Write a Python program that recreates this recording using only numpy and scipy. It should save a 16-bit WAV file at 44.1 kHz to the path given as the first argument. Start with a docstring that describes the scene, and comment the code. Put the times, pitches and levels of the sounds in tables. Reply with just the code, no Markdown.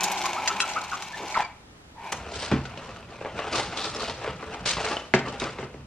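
"""Small room, close to the microphones: two window blinds are raised in turn.
Slatted blind: fine cord catches ring the headrail, gliding tones squeak, noise bursts and modes click as slats.
Roller blind: a bead chain chatters through shifting resonances, fabric grains swish, the tube rumbles.
Its bottom bar knocks on the frame as struck modes; short reflections and room tone surround it all."""
import sys
import numpy as np
from scipy import signal
from scipy.fft import rfft, irfft
from scipy.io import wavfile
from scipy.ndimage import map_coordinates

SR = 44100
rng = np.random.default_rng(int(sys.argv[2]) if len(sys.argv) > 2 else 0)


def unload_audio(sound):
    """Save the sound as a 16-bit wav file, at the path given as the first command line argument."""
    columns = np.transpose(np.atleast_2d(sound))
    # keep every value between -1 and 1, then stretch to whole-number steps
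    steps = np.round(np.clip(columns, -1, 1) * 32767)
    wavfile.write(sys.argv[1], SR, steps.astype(np.int16))


N = 258514
T = np.arange(N) / SR
BURST_T = T[:SR // 2]

# Slatted blind. Pulls on the cord [start t/s, swell/s, length/s, cord gain/dB, slat gain/dB]
CORD_PULLS = [(0.0, 0.00074, 0.85, -33.5, -33.5), (0.852, 0.044, 0.28, -44.5, -41),
              (1.141, 0.036, 0.23, -41.5, -39.5), (1.973, 0.12, 0.11, -41, -47.5)]
# Headrail resonances [f/Hz, width/Hz, relative gain/dB]
HEADRAIL_MODES = [(187, 29, -10), (310, 18, -14.5), (392, 32, -6.5), (806, 19, 3.5), (876, 82, 6),
                  (1001, 61, 4.5), (1470, 400, -5.5), (2260, 240, 3)]
# Cord squeaks [t/s, length/s, start f/Hz, end f/Hz, level/dB, pitch waver as share of f]
SQUEAKS = [(0.02, 0.19, 829, 779, -37.5, 0), (0.236, 0.041, 1002, 1156, -29, 0.09),
           (0.359, 0.035, 1084, 1420, -33.5, 0), (0.486, 0.038, 1265, 1337, -32.5, 0.14),
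           (0.619, 0.035, 1382, 1298, -31, 0.07), (0.757, 0.033, 1142, 1534, -27, 0.06),
           (0.914, 0.041, 1420, 1170, -30, 0.16), (1.128, 0.032, 1734, 1790, -39, 0.01),
           (1.341, 0.016, 2440, 2290, -31.5, 0.14), (1.349, 0.028, 1480, 1330, -28.5, 0.09),
           (1.356, 0.028, 1020, 800, -22.5, 0.19), (1.388, 0.0226, 872, 776, -24, 0.1),
           (1.401, 0.0745, 2425, 2245, -41, 0), (1.943, 0.19, 938, 897, -44, 0.1)]
# Slats scuffing past each other [t/s, length/s, level/dB, centre f/Hz]
SCUFFS = [(1.19, 0.072, -38.5, 438), (1.348, 0.092, -33.5, 1150), (2.119, 0.011, -31.5, 3980),
          (2.12, 0.015, -28.5, 1090)]
# Slat clicks [t/s, peak level/dB, treble tilt/dB, ring against crack/dB]
SLAT_CLICKS = [(.008, -14.5, 3, -18), (0.034, -14, 39, -14), (0.04, -12.5, 22, -18), (0.054, -20, 10, -8),
               (0.118, -18.5, 44, -16), (0.216, -21.5, 7, -14), (0.257, -15, 6, -11),
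               (0.332, -18.5, -1, -6), (0.46, -19, 6, -14), (.476, -8.5, -8.5, -21), (0.568, -25, -3, -12),
               (.603, -8.5, -8, 0.5), (0.678, -24.5, 0, -17), (0.7, -19, -5, -19), (1.023, -19, 0, -15),
               (1.405, -20, -10, -15)]
# Modes of one slat [f/Hz, relative level/dB, t60/s]
SLAT_MODES = [(1365, 15, 0.033), (2664, 31, 0.023), (3346, 17.5, 0.052), (3990, 18.5, 0.047),
              (8600, 16, 0.05), (12230, -19, 0.048)]
# Slat spectrum [f/Hz, gain/dB]
SLAT_COLOUR = [(300, -30), (1200, 0.5), (1800, 1), (2900, 3.5), (4500, -2), (6700, -3.5), (9000, -18),
               (12000, -19.5), (16000, -35)]

# Roller blind. Slow turns of the roller [start t/s, length/s, chain gain/dB]
SLOW_TURNS = [(2.107, 0.898, -43.5), (3.07, 1.82, -42.5), (5.17, 0.6, -48)]
# Tugs on the bead chain [start t/s, length/s, chain gain/dB]
CHAIN_TUGS = [(2.097, 0.074, -36.5), (2.235, 0.32, -36.5), (2.747, 0.14, -41.5), (3.34, 0.15, -34),
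              (3.51, 0.077, -27.5), (3.69, 0.18, -33), (3.937, 0.15, -32.5), (4.198, 0.082, -34),
              (4.378, 0.23, -41), (4.757, 0.048, -28.5), (4.81, 0.12, -26.5), (5.228, 0.12, -35),
              (5.386, 0.074, -30), (5.562, 0.041, -38)]
# Loose fabric sweeping over the frame [start t/s, swell/s, length/s, fabric gain/dB]
FABRIC_SWEEPS = [(2.287, 0.13, 0.15, -33.5), (3.498, 0.074, 0.082, -28), (3.715, 0.063, 0.18, -37),
                 (3.967, 0.03, 0.089, -38.5), (4.653, 0.006, 0.028, -23.5), (4.785, 0.026, 0.13, -35.5),
                 (5.393, 0.0055, 0.023, -36.5)]
# Beads snapping over the wheel [t/s, peak level/dB, treble tilt/dB, clack f/Hz]
BEAD_SNAPS = [(2.654, -24.5, 12, 1500), (2.775, -23.5, 11, 593), (3.028, -34, -3, 2690),
              (3.213, -25, -38, 520), (3.248, -20.5, -18, 860), (3.257, -21.5, -42, 633),
              (3.391, -18.5, -9, 1120), (3.42, -23, -11, 1130), (3.527, -22, 28, 4830),
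              (3.596, -15, -21, 820), (3.774, -22, 14, 3480), (3.845, -23, 5, 950),
              (3.948, -23.5, 37, 5300), (4.03, -21, 11, 1430), (4.097, -18.5, 15, 930),
              (4.245, -20.5, -24, 610), (4.277, -19, -2, 510), (4.428, -24, -42, 550),
              (4.659, -17, -1, 4500), (4.769, -18, 9, 1050), (4.9684, -16, 0, 2910), (5.284, -27, 7, 3030),
              (5.399, -23, 40, 3860)]
# Bright runs of the chain over its bracket [t/s, length/s, level/dB, centre f/Hz]
CHAIN_RATTLES = [(3.772, 0.095, -37, 3700), (3.995, 0.095, -41, 3970)]
# Spectra of chain, bead snap, fabric and tube rumble [f/Hz, gain/dB]
CHAIN_COLOUR = [(100, -11.5), (300, 1.5), (480, 4.5), (1000, 1.5), (1450, -1), (1900, -6.5), (2800, -4.5),
                (3600, -15), (7500, -27), (13000, -52)]
BEAD_COLOUR = [(100, -8.5), (450, 13), (1100, 6), (3000, 3), (6000, -12), (9500, -30), (16000, -92)]
FABRIC_COLOUR = [(400, -8.5), (1500, 0), (3700, 2), (5000, 1), (7000, -8), (9500, -13), (11200, -35),
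                 (16000, -100)]
RUMBLE_COLOUR = [(20, -47), (52, 12), (95, 10.5), (135, 7.5), (210, 5.5), (500, -22), (4000, -92)]

# Bottom bar on frame [t/s, blow gain/dB, contact time/s, bar ring/dB, sash thud gain/dB]
KNOCKS = [(2.515, -20, 0.00015, -11, -26), (2.5185, -26, 0.00057, -3.5, -19),
          (5.138, -14.5, 0.000041, -1.5, -36), (5.246, -36, 0.00063, -6, -33.5),
          (5.419, -28, 0.00013, -6.5, -34.5), (5.586, -34.5, 0.00013, -3.5, -39),
          (5.628, -34.5, 0.00025, -1, -47), (5.742, -40, 0.00046, -2, -41.5)]
# Modes of bar and frame, heavy modes of the sash [f/Hz, relative level/dB, t60/s]
BAR_MODES = [(137.7, -4, 0.24), (207, -6.5, 0.18), (368.6, -1, 0.18), (422, -1.5, 0.1), (555, 1.5, 0.038),
             (648, -2, 0.096), (800, -3, 0.051), (945, 0, 0.034), (1460, -21, 0.07), (2110, 6.5, 0.02)]
SASH_MODES = [(75.3, -7.5, 0.3), (135.6, 2, 0.36), (208.5, -1.5, 0.15), (279, -0.5, 0.059),
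              (342, -1.5, 0.086), (417, -8, 0.064)]
# Spectrum of the frame crack [f/Hz, gain/dB]
FRAME_COLOUR = [(70, -11), (200, 2.5), (500, -2), (900, -1.5), (1900, -4), (2800, -9), (8000, -28),
                (16000, -83)]

# Reflections that differ between the two microphone ports [f/Hz, gain/dB]
WIDTH = [(100, -48), (500, -57), (1200, -13.5), (2500, -10.5), (4200, 0.5), (8000, 6), (14000, -11.5)]
# Microphone pair balance [f/Hz, left minus right/dB]
LEAN = [(100, -1), (1400, 1.34), (8000, 0.6)]
# Room tone spectrum [f/Hz, gain/dB]
AIR_COLOUR = [(25, -5), (52, 4), (105, 5.5), (400, -4.5), (1240, -11), (7000, -25.5), (11000, -33.5),
              (15000, -47)]

HEADRAIL_DRIFT = 0.028  # share by which the resonances wander as the cord shifts
CORD_EASE_DB_PER_S, CORD_RELEASE_DB_PER_S = 9.5, 218  # eases as the slats stack up, then lets go
TUG_ATTACK_S, TUG_EASE_DB_PER_S, TUG_RELEASE_DB_PER_S = 0.037, 1.5, 203
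SWEEP_RELEASE_DB_PER_S = 139
SLOW_FABRIC_VS_CHAIN_DB, TUG_FABRIC_VS_CHAIN_DB = -13, -14  # control gains
AIR_DB = -52
TOP_HZ = 15800


def undb(db):
    """Decibels to gain."""
    return 10 ** (np.asarray(db) / 20)


def unit(x):
    """Scale to rms 1."""
    return x / np.sqrt(np.mean(x ** 2))


def peak(x):
    """Scale to peak 1."""
    return x / np.max(np.abs(x))


def add(out, t_s, x):
    """Mix x into out at t_s."""
    i = max(int(t_s * SR), 0)
    out[i:i + len(x)] += x[:N - i]


def colour(x, points):
    """Minimum-phase filter through [f/Hz, gain/dB] points, built by folding the cepstrum."""
    size = 8192
    hz, db = np.transpose(points)
    f_hz = np.maximum(np.fft.rfftfreq(size, 1 / SR), 1)
    gain_db = np.interp(np.log(f_hz), np.log(hz), db)
    cepstrum = irfft(np.log(undb(gain_db)))
    cepstrum[1:size // 2] *= 2
    cepstrum[size // 2 + 1:] = 0
    response = irfft(np.exp(rfft(cepstrum)))
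    return signal.fftconvolve(x, response)[:len(x)]


def brighten(x, db):
    """Treble tilt: a harder contact is brighter, a softer one (negative dB) duller."""
    return colour(x, [(1500, 0.0018), (12000, db)])


def resonate(x, hz, width_hz):
    """One resonance, gain 1 at its centre."""
    return signal.lfilter(*signal.iirpeak(hz, hz / width_hz, fs=SR), x)


def reflect(x, response):
    """Pass x through a set of reflections of unit energy."""
    return signal.fftconvolve(x, response / np.sqrt(np.sum(response ** 2)))[:N]


def walk(knots_per_s, size=N):
    """Random wander about 0, straight lines between Gaussian knots."""
    knots = rng.standard_normal(4096)
    return 0.884 * np.interp(T[:size] * knots_per_s, np.arange(len(knots)), knots)


def fade(t60_s):
    """Half a second of exponential decay."""
    return np.exp(-np.log(1000) * BURST_T / t60_s)


def burst(t60_s):
    """Decaying noise: many crowded modes."""
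    return rng.standard_normal(SR // 2) * fade(t60_s)


def ring(modes, detune=0.014):
    """Struck modes, a little different at each blow."""
    chance = rng.standard_normal(len(modes))
    out = np.zeros(SR // 2)
    for k, (hz, db, t60_s) in enumerate(modes):
        blow_hz = hz * (1 + detune * chance[k])
        out += (-1) ** k * undb(db) * fade(t60_s) * np.sin(2 * np.pi * blow_hz * BURST_T)
    return out


def contacts(rate_per_s, spread_db):
    """Tiny impacts of either sign at random moments, a few far from the usual strength."""
    strength = undb(spread_db * np.minimum(rng.exponential(size=N), 4))
    return (rng.random(N) < rate_per_s / SR) * rng.choice([-1, 1], N) * strength


def stroke(start_s, length_s, attack_s, release_db_per_s, slope_db_per_s=0):
    """Gain of one movement: it rises, holds on a slope and dies away."""
    age_s = T - start_s
    db = slope_db_per_s * np.clip(age_s, 0, length_s)
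    db = db - release_db_per_s * np.maximum(age_s - length_s, 0)
    return np.clip(age_s / attack_s, 0, 1) * undb(db)


def together(gains):
    """Overlapping movements add in power."""
    return np.sqrt(sum(g ** 2 for g in gains))


def slatted_blind():
    """Each pull runs the cord through the headrail and lifts the slats; the first is already under way."""
    pulls = [(stroke(s, length_s, swell_s, CORD_RELEASE_DB_PER_S, -CORD_EASE_DB_PER_S), cord_db, slat_db)
             for s, swell_s, length_s, cord_db, slat_db in CORD_PULLS]
    cord_gain = together(pull * undb(db) for pull, db, _ in pulls)
    slat_gain = together(pull * undb(db) for pull, _, db in pulls)
    return cord(cord_gain) + squeaks() + scuffs() + slats(slat_gain)


def cord(gain):
    """The running cord catches finely on the lock and rings the headrail."""
    slips = contacts(rate_per_s=3000, spread_db=2.5) * undb(walk(44.73))
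    rail = sum(undb(db) * resonate(slips, hz, width_hz) for hz, width_hz, db in HEADRAIL_MODES)
    # the headrail's resonances wander as the cord shifts
    read_at = np.cumsum(1 + HEADRAIL_DRIFT * walk(14))
    rail = map_coordinates(rail, [read_at], mode="mirror")
    rasp = colour(rail, [(60, -35.0), (200, 8.5), (2800, -6.5), (6000, -11.0)])
    return gain * undb(4.5) * unit(rasp)


def squeaks(flutter_db=3.5, overtone_db=-15, rasp_db=-13):
    """Brief stick-slip tones of the cord with gliding pitch, some steady and some wavering."""
    out = np.zeros(N)
    for s, length_s, start_hz, end_hz, db, waver in SQUEAKS:
        n = int(length_s * SR)
        hz = np.geomspace(start_hz, end_hz, n) * (1 + waver * walk(567.0, size=n))
        phase = 2 * np.pi * np.cumsum(hz) / SR
        tone = np.sin(phase) * (1 + undb(rasp_db) * walk(3000, size=n))
        tone = tone + undb(overtone_db) * np.sin(2 * phase)
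        envelope = signal.windows.tukey(n, .5) * undb(flutter_db * walk(361.0, size=n))
        add(out, s, undb(db) * unit(tone * envelope))
    return out


def scuffs():
    """Slat on slat: short bursts of dense catches in one broad band."""
    out = np.zeros(N)
    for s, length_s, db, hz in SCUFFS:
        n = int(length_s * SR)
        rub = rng.standard_normal(n) * undb(1.3 * walk(336, size=n)) * signal.windows.tukey(n, .5)
        band_hz = [hz / 2, min(hz * 2, SR / 2.5)]
        rub = signal.sosfilt(signal.butter(2, band_hz, "band", fs=SR, output="sos"), rub)
        add(out, s, undb(db) * unit(rub))
    return out


def slats(gain):
    """Slats rustle and tick as they stack up, and some click sharply together."""
    rustle = contacts(rate_per_s=1100, spread_db=-2.0) * undb(2.4 * walk(69.64))
    ticks = reflect(contacts(rate_per_s=67, spread_db=2.2), burst(0.018))
    rustle, ticks = unit(colour(rustle, SLAT_COLOUR)), unit(colour(ticks, SLAT_COLOUR))
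    out = gain * (undb(-4.0) * rustle + undb(-9) * ticks)
    for s, db, tilt_db, ring_db in SLAT_CLICKS:
        crack = colour(burst(0.004) + undb(-8) * burst(0.039), SLAT_COLOUR)
        click = undb(ring_db) * peak(ring(SLAT_MODES, detune=0.019)) + peak(crack)
        add(out, s, undb(db) * peak(brighten(click, tilt_db)))
    return out


def roller_blind():
    """Tugs on the chain stand out from the slow turning; the fabric follows and at times sweeps the frame."""
    slow = together(undb(db) * stroke(s, length_s, TUG_ATTACK_S, TUG_RELEASE_DB_PER_S)
                    for s, length_s, db in SLOW_TURNS)
    tugs = together(undb(db) * stroke(s, length_s, TUG_ATTACK_S, TUG_RELEASE_DB_PER_S, -TUG_EASE_DB_PER_S)
                    for s, length_s, db in CHAIN_TUGS)
    sweeps = together(undb(db) * stroke(s, length_s, swell_s, SWEEP_RELEASE_DB_PER_S)
                      for s, swell_s, length_s, db in FABRIC_SWEEPS)
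    chain_gain = together([slow, tugs])
    fabric_gain = together([undb(SLOW_FABRIC_VS_CHAIN_DB) * slow, undb(TUG_FABRIC_VS_CHAIN_DB) * tugs, sweeps])
    # the roller sticks and slips, so chain and fabric crackle in the same short bursts
    judder = undb(2.2 * walk(110) - .5)
    return chain(chain_gain * judder) + rattles() + roller(fabric_gain * judder, slow)


def chain(gain, shift_db=3.0, clack_db=-4, clack_t60_s=0.034):
    """Beads chatter in the plastic wheel housing; some snap over a tooth with a short pitched clack."""
    chatter = contacts(rate_per_s=1300, spread_db=2.0)
    chatter = chatter + undb(9.5) * contacts(rate_per_s=45, spread_db=1.5)
    # the beads strike in ever new places, so the housing's resonances take turns
    housing = np.zeros(N)
    for k, hz in enumerate(np.geomspace(200, 9000, num=22)):
        housing += (-1) ** k * resonate(chatter, hz, hz / 6) * undb(shift_db * walk(55))
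    out = gain * undb(-2) * unit(colour(housing, CHAIN_COLOUR))
    for s, db, tilt_db, hz in BEAD_SNAPS:
        snap = colour(burst(0.013) + undb(-7.5) * burst(0.11), BEAD_COLOUR)
        snap = peak(brighten(snap, tilt_db))
        clack = ring([(hz, clack_db, clack_t60_s)])
        add(out, s, undb(db) * peak(snap + clack))
    return out


def rattles(beads_per_s=230):
    """A quick, uneven string of beads ticks on the bracket, each at a slightly different pitch."""
    out = np.zeros(N)
    for s, length_s, db, hz in CHAIN_RATTLES:
        run = np.zeros(N)
        beads = rng.standard_normal((int(length_s * beads_per_s) + 1, 3))
        for k, (late, size, pitch) in enumerate(beads):
            tick_hz = hz * 2 ** (pitch / 10)
            tick = resonate(resonate(burst(0.017), tick_hz, hz / 2), tick_hz, hz / 2)
            add(run, s + (k + late / 2) / beads_per_s, undb(2 * size) * unit(tick))
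        # rms level holds over the length of the run
        out += undb(db) * unit(run) * np.sqrt(length_s * SR / N)
    return out


def roller(fabric_gain, turning_gain):
    """Stiff fabric scuffs and crinkles onto the tube, which rumbles in its brackets as it turns."""
    grains = contacts(rate_per_s=2200, spread_db=-1.0)
    grains = grains + undb(6.5) * contacts(rate_per_s=160, spread_db=-2.5)
    swish = unit(colour(grains, FABRIC_COLOUR))
    rumble = unit(colour(rng.standard_normal(N), RUMBLE_COLOUR) * undb(4.3 * walk(24.008)))
    return undb(-2.5) * fabric_gain * swish + undb(-35.0) * turning_gain ** 0.25 * rumble


def knocks(crack_db=-18, tail_db=-9):
    """The bar cracks on the frame and shakes the sash; a longer contact low-passes the blow."""
    out = np.zeros(N)
    for s, db, contact_s, ring_db, thud_db in KNOCKS:
        crack = colour(burst(0.029) + undb(tail_db) * burst(0.25), FRAME_COLOUR)
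        blow = undb(ring_db) * ring(BAR_MODES, detune=0.0018) + undb(crack_db) * unit(crack)
        soft = np.exp(-np.pi / (contact_s * SR))
        blow = signal.lfilter([1 - soft], [1, -soft], blow)
        body = unit(resonate(resonate(burst(0.13), 228, 220), 228, 220))
        thud = ring(SASH_MODES, detune=0.0031) + undb(-17) * body
        add(out, s, undb(db) * blow + undb(thud_db) * thud)
    return out


def room(x, t60_s, wet_db):
    """Close walls add a short, dull tail, alike at both ports in the bass and different in the treble."""
    swell = np.clip(BURST_T / 0.0045, 0, 1) ** 2
    tail = reflect(x, burst(t60_s) * swell)
    tail = colour(tail, [(120, -2.5), (400, 1.0), (2500, 0.0), (7000, -3.5), (13000, -7.5)])
    mid = x + undb(wet_db) * tail
    # contacts are spread across the blind's width, so their reflections keep changing side
    side = colour(reflect(mid, burst(0.064)) * walk(120), WIDTH)
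    left = colour(mid + side, [(hz, db / 2) for hz, db in LEAN])
    right = colour(mid - side, [(hz, -db / 2) for hz, db in LEAN])
    # the sound reaches the right port one sample later
    return np.array([left, np.append(0, right[:-1])])


def air():
    """Quiet room tone with microphone hiss: coloured noise, wider in the treble, its level wandering."""
    mid, side = (unit(colour(rng.standard_normal(N), AIR_COLOUR)) for _ in range(2))
    side = colour(side, [(100, -20.0), (500, -3.0), (3000, 4.5)])
    return undb(AIR_DB + 1.3 * walk(2.46)) * np.array([mid + side, mid - side])


def scene():
    """Both blinds in turn and the bar's knocks, each in the room, over the room tone."""
    slatted = room(slatted_blind(), t60_s=0.37, wet_db=-7.0)
    rolled = room(roller_blind(), t60_s=0.48, wet_db=-6.0)
    knocked = room(knocks(), t60_s=0.33, wet_db=-7.0)
    return slatted + rolled + knocked + air()


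def record(dry):
    """A steep low-pass cuts the top of the treble."""
    return signal.sosfilt(signal.ellip(8, .2, 80, TOP_HZ, fs=SR, output="sos"), dry)


dry = scene()
out = record(dry)
unload_audio(out)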